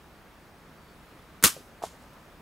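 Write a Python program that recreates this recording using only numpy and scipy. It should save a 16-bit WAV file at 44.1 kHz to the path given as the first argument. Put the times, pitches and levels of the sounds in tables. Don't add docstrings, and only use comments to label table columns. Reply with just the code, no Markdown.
import sys
import numpy as np
from scipy import signal
from scipy.fft import rfft, irfft, next_fast_len
from scipy.io import wavfile
from scipy.ndimage import uniform_filter1d, map_coordinates

SR = 44100
rng = np.random.default_rng(int(sys.argv[2]) if len(sys.argv) > 2 else 0)


def natural_amplitude(level_db):
    exponent = np.asarray(level_db, float) / 20
    return 10 ** exponent


def digitize_waveform(pressure):
    field = np.atleast_2d(pressure).T
    bounded = np.clip(field, -1, 1)
    quanta = np.round(bounded * 32767).astype(np.int16)
    wavfile.write(sys.argv[1], SR, quanta)


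N = 106369


def unit(x):
    return x / np.sqrt(np.mean(x ** 2) + 1e-20)


def along(points, hz):
    f, v = np.transpose(points)
    return np.interp(np.log(hz + 1), np.log(f + 1), v)


def wobble(rate_hz):
    return map_coordinates(rng.standard_normal(2000), [np.arange(N) * rate_hz / SR])


def filtered(x, response):
    m = next_fast_len(x.shape[-1] + 8192)
    return irfft(rfft(x, m) * response(np.fft.rfftfreq(m, 1 / SR)), m)[..., :x.shape[-1]]


def resonance(f, center_hz, width):
    damping = 1j * f * width * center_hz
    return damping / (center_hz ** 2 - f ** 2 + damping)


def rush(spectrum, side_db, patchy_db):
    z = signal.stft(rng.standard_normal((2, N)), nperseg=512)[2]
    field = uniform_filter1d(rng.standard_normal(z.shape[1:]), size=6, axis=0)
    field = uniform_filter1d(field, size=10, axis=1)
    pair = signal.istft(z * natural_amplitude(patchy_db * unit(field)), nperseg=512)[1][:, :N]
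    closed = [(spectrum[0][0] / 2, -60)] + list(spectrum)
    mid, side = filtered(pair, lambda hz: natural_amplitude(along(closed, hz) + [0 * hz, along(side_db, hz)]))
    return unit(np.array([mid + side, mid - side]))


def fade(start_s, rise_s, hold_s, t60):
    t = np.maximum(np.arange(N) / SR - start_s, 0)
    return (1 - np.exp(-t / rise_s)) * natural_amplitude(-60 * np.maximum(t - hold_s, 0) / t60)


def pops(rows):
    t = np.arange(N) / SR
    out = np.zeros(N)
    for start_s, db, hz, t60 in rows:
        ring = np.sin(2 * np.pi * hz * (t - start_s))
        out += natural_amplitude(db) * fade(start_s, 0.54 / hz, 0, t60) * ring
    return out


def cracks(rows):
    out, t = np.zeros((2, N)), np.arange(4096) / SR
    for start_s, db, hz, t60 in rows:
        noise = rng.standard_normal((2, len(t)))
        mid, side = filtered(noise, lambda f: resonance(f, hz, width=0.91))
        side = 0.4 * side
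        shape = natural_amplitude(db - 3 - 60 * t / t60) * (1 - np.exp(-t / 0.0004))
        out[:, round(start_s * SR):][:, :len(t)] += shape * unit(np.array([mid + side, mid - side]))
    return out


# pitch_hz, level_db (per Hz)
AIR_TONE = [(150, -1), (300, -5), (800, -8), (1300, -8.5), (3200, -20.5), (7500, -28.5), (12500, -30),
            (15800, -28.5)]
# pitch_hz, level_db (per Hz)
WIND_TONE = [(13, -38), (22, -3), (54, 3), (107, -2), (250, -9.5), (350, -13), (460, -38.5), (770, -120)]
# pitch_hz, side_over_mid_db
AIR_SPREAD = [(60, -16), (130, -11), (290, -13), (640, -15), (1410, -8.5), (3100, -3), (6820, -4.5),
              (15000, -5)]


def air():
    trees = natural_amplitude(-54 + 0.5 * wobble(2.4)) * rush(AIR_TONE, AIR_SPREAD, patchy_db=0.87)
    lumps = natural_amplitude(0.6 * wobble(25))
    wind = rush(list(WIND_TONE) + [(700, -44)], AIR_SPREAD, patchy_db=0)
    return trees + natural_amplitude(-58.5) * unit(lumps * wind)


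# time_s, pitch_hz, level_db
WHISTLE = [(.72, 4620, -82), (.79, 4570, -71), (.84, 4550, -71), (.89, 4510, -69), (.94, 4490, -75),
           (.98, 4450, -92)]
# start_s, level_db, pitch_hz, t60_s
CHIRP_HITS = [
    (.885, -63, 3550, .06),
    (1.19, -60, 3470, .08),
]


def birds():
    time_s, hz, db = np.transpose(WHISTLE)
    t = np.arange(N) / SR
    level = natural_amplitude(np.interp(t, time_s, db, -140, -140) + 1.5 * wobble(40))
    phase = 2 * np.pi * np.cumsum(np.interp(t, time_s, hz)) / SR
    return level * np.sin(phase) + pops(CHIRP_HITS)


# start_s, level_db, center_hz, t60_s
SLAP_HITS = [
    (1.4268, -27, 3990, 0.0094),
    (1.4390, -9, 11000, .005),
    (1.4432, -11.5, 12000, .012),
    (1.4458, -4.5, 8400, 0.013),
    (1.4482, -11, 7000, .015),
    (1.4530, -10, 5800, .02),
    (1.4585, -13.5, 8500, .025),
    (1.4672, -14.5, 7950, .015),
]


def slaps():
    return cracks(SLAP_HITS)


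# start_s, level_db, pitch_hz, t60_s
POP_HITS = [(1.4268, -17.5, 1250, .004), (1.4270, -25, 2200, 0.0069), (1.4275, -25.5, 287, 0.033),
            (1.4380, -2, 1700, .0045), (1.4399, -6, 1350, .009), (1.4395, -12, 493.5, 0.017),
            (1.4395, -11, 270, .025), (1.4428, -10, 2130, .005), (1.4440, -23, 80, .08),
            (1.4440, -14, 190, .03), (1.4600, -19, 290, .025), (1.5648, -29, 556, .022),
            (1.5640, -37.5, 160, .05), (1.5670, -45, 2480, 0.011), (1.5740, -35, 485, 0.023),
            (1.5840, -39.5, 445, .02), (1.6060, -36, 400, 0.014), (1.6320, -45.5, 250, .02)]


def fork_pops():
    return pops(POP_HITS)


# start_s, level_db, center_hz
CLICK_HITS = [
    (1.4271, -16, 9000),
    (1.43935, 0, 10000),
    (1.43945, 3, 14000),
    (1.4396, -3, 6500),
    (1.43975, 0, 10000),
    (1.4402, -6, 4700),
    (1.4431, -10, 3500),
    (1.4440, -5, 14000),
    (2.0255, -47, 8000),
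]


def clicks():
    width, lag_s = 0.3, 0.000012
    start_s, db, hz = np.transpose(CLICK_HITS)[..., None]

    def response(f):
        level = natural_amplitude(db) * SR / (np.pi * width * hz)
        delay = np.exp(-2j * np.pi * f * start_s)
        ports = np.exp(1j * np.pi * f * lag_s * np.array([[1], [-1]]))
        return (level * resonance(f, hz, width) * delay).sum(0) * ports

    return filtered(np.eye(1, N), response)


def band_motion():
    t = np.arange(N) / SR
    start_s, slap_s = 1.4275, 1.4385
    swish = natural_amplitude(-24.5 + 1799.5 * np.minimum(t - slap_s, 0))
    swish = swish * (t > start_s) * (t < slap_s)
    flap = natural_amplitude(-13.5 + 2 * wobble(300)) * fade(slap_s, rise_s=0.004, hold_s=0.008, t60=0.16)
    return swish + flap


# pitch_hz, side_over_mid_db
SNAP_SPREAD = [(60, 0), (150, -8), (450, -3.5), (950, -3.5), (2380, -4), (5980, -8), (15000, -4)]
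# pitch_hz, level_db (per Hz)
RUBBER_TONE = [(710, -22.5), (1200, 0.5), (2060, -8), (2970, -3.5), (3970, -5.5), (8640, -1.5), (11800, -6),
               (15800, -15)]


def rubber(motion):
    return motion * rush(RUBBER_TONE, SNAP_SPREAD, patchy_db=0.6)


# pitch_hz, level_db (per Hz)
FLOP_TONE = [(120, -6), (250, 1), (450, -1.5), (750, -13), (1200, -6.5), (2000, -10.5), (3000, -26.5),
             (5000, -61)]


def flop():
    shape = natural_amplitude(-24.5) * fade(1.4385, rise_s=0.0026, hold_s=0.0074, t60=0.12)
    return shape * rush(FLOP_TONE, SNAP_SPREAD, patchy_db=-0.5)


# pitch_hz, level_db (per Hz)
SCATTER_TONE = [(300, -12), (1000, -8.5), (3000, -3), (7000, -2.5), (12000, -7), (15800, -17.5)]


def scatter():
    shape = natural_amplitude(-41) * fade(1.4385, rise_s=0.019, hold_s=0.06, t60=0.415)
    return shape * rush(SCATTER_TONE, SNAP_SPREAD, patchy_db=1.6)


# start_s, level_db, pitch_hz, t60_s
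KNOCK_HITS = [(1.8205, -22.5, 795, 0.0099), (1.8247, -23, 700, 0.0088), (1.8260, -29, 1300, 0.0069),
              (1.8290, -27, 800, .008), (1.8328, -35, 550, 0.011), (1.8373, -10.5, 700, .012),
              (1.8375, -22, 480, .012), (1.8378, -25, 1120, 0.0082), (1.8401, -25, 1000, .012),
              (1.8445, -34, 560, 0.014), (1.8475, -32, 700, 0.021), (1.8670, -42, 800, .02)]


def knocks():
    return pops(KNOCK_HITS)


# pitch_hz, side_over_mid_db
HIT_SPREAD = [(180, -14), (550, -26), (1650, -10), (4970, -8.5), (15000, -7)]
# pitch_hz, level_db (per Hz)
SPRAY_TONE = [(800, -2), (2000, -6), (3500, 0), (5000, -2), (7000, 1), (10000, -5), (13000, -10),
              (15800, -26)]


def spray():
    start_s, hold_s = 1.823, 0.033
    burst = fade(start_s, rise_s=0.0024, hold_s=hold_s, t60=0.21)
    tail = natural_amplitude(-12.5) * fade(start_s, rise_s=hold_s, hold_s=hold_s, t60=0.73)
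    shape = natural_amplitude(-47.5 + 1.3 * wobble(200)) * (burst + tail)
    return shape * rush(SPRAY_TONE, HIT_SPREAD, patchy_db=0)


# start_s, level_db, center_hz, t60_s
LEAF_HITS = [
    (1.8245, -46, 2800, .06),
    (1.836, -46, 3500, .04),
    (2.132, -57.5, 8400, .05),
    (2.035, -57, 6000, 0.047),
]


def leaves():
    return cracks(LEAF_HITS)


# pitch_hz, level_db (per Hz)
THUD_TONE = [(300, -11), (500, 2), (800, -0.5), (1300, -5.5), (2000, -27), (3000, -42)]


def thud():
    shape = natural_amplitude(-40) * fade(1.836, rise_s=0.002004, hold_s=0.0093, t60=0.073)
    return shape * rush(THUD_TONE, HIT_SPREAD, patchy_db=0.5)


def scene():
    motion = band_motion()
    low = flop()
    echo = scatter()
    snap = rubber(motion) + low + slaps() + fork_pops()
    snap = snap * natural_amplitude([[0.54], [-0.54]])
    hit = knocks() + spray() + thud() + leaves()
    return snap + echo + clicks() + hit + birds() + air()


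def band_limit(x):
    return signal.sosfilt(signal.butter(12, 16280, fs=SR, output="sos"), x)


# pitch_hz, level_db
PORT_LOSS = [(450, -1), (700, -12.5), (1000, -1), (5500, -1), (6600, -8.5), (7400, -25.5), (8200, -7.5),
             (10000, -1)]


def record(dry):
    side = filtered((dry[0] - dry[1]) / 2, lambda hz: natural_amplitude(along(PORT_LOSS, hz)))
    pair = dry.mean(0) + np.array([side, -side])
    clipped = pair / (1 + np.abs(pair / 1.1) ** 8) ** (1 / 8)
    mix = filtered(clipped, lambda hz: np.clip((15900 - hz) / 200, 0, 1))
    return band_limit(mix)


dry = scene()
out = record(dry)
digitize_waveform(out)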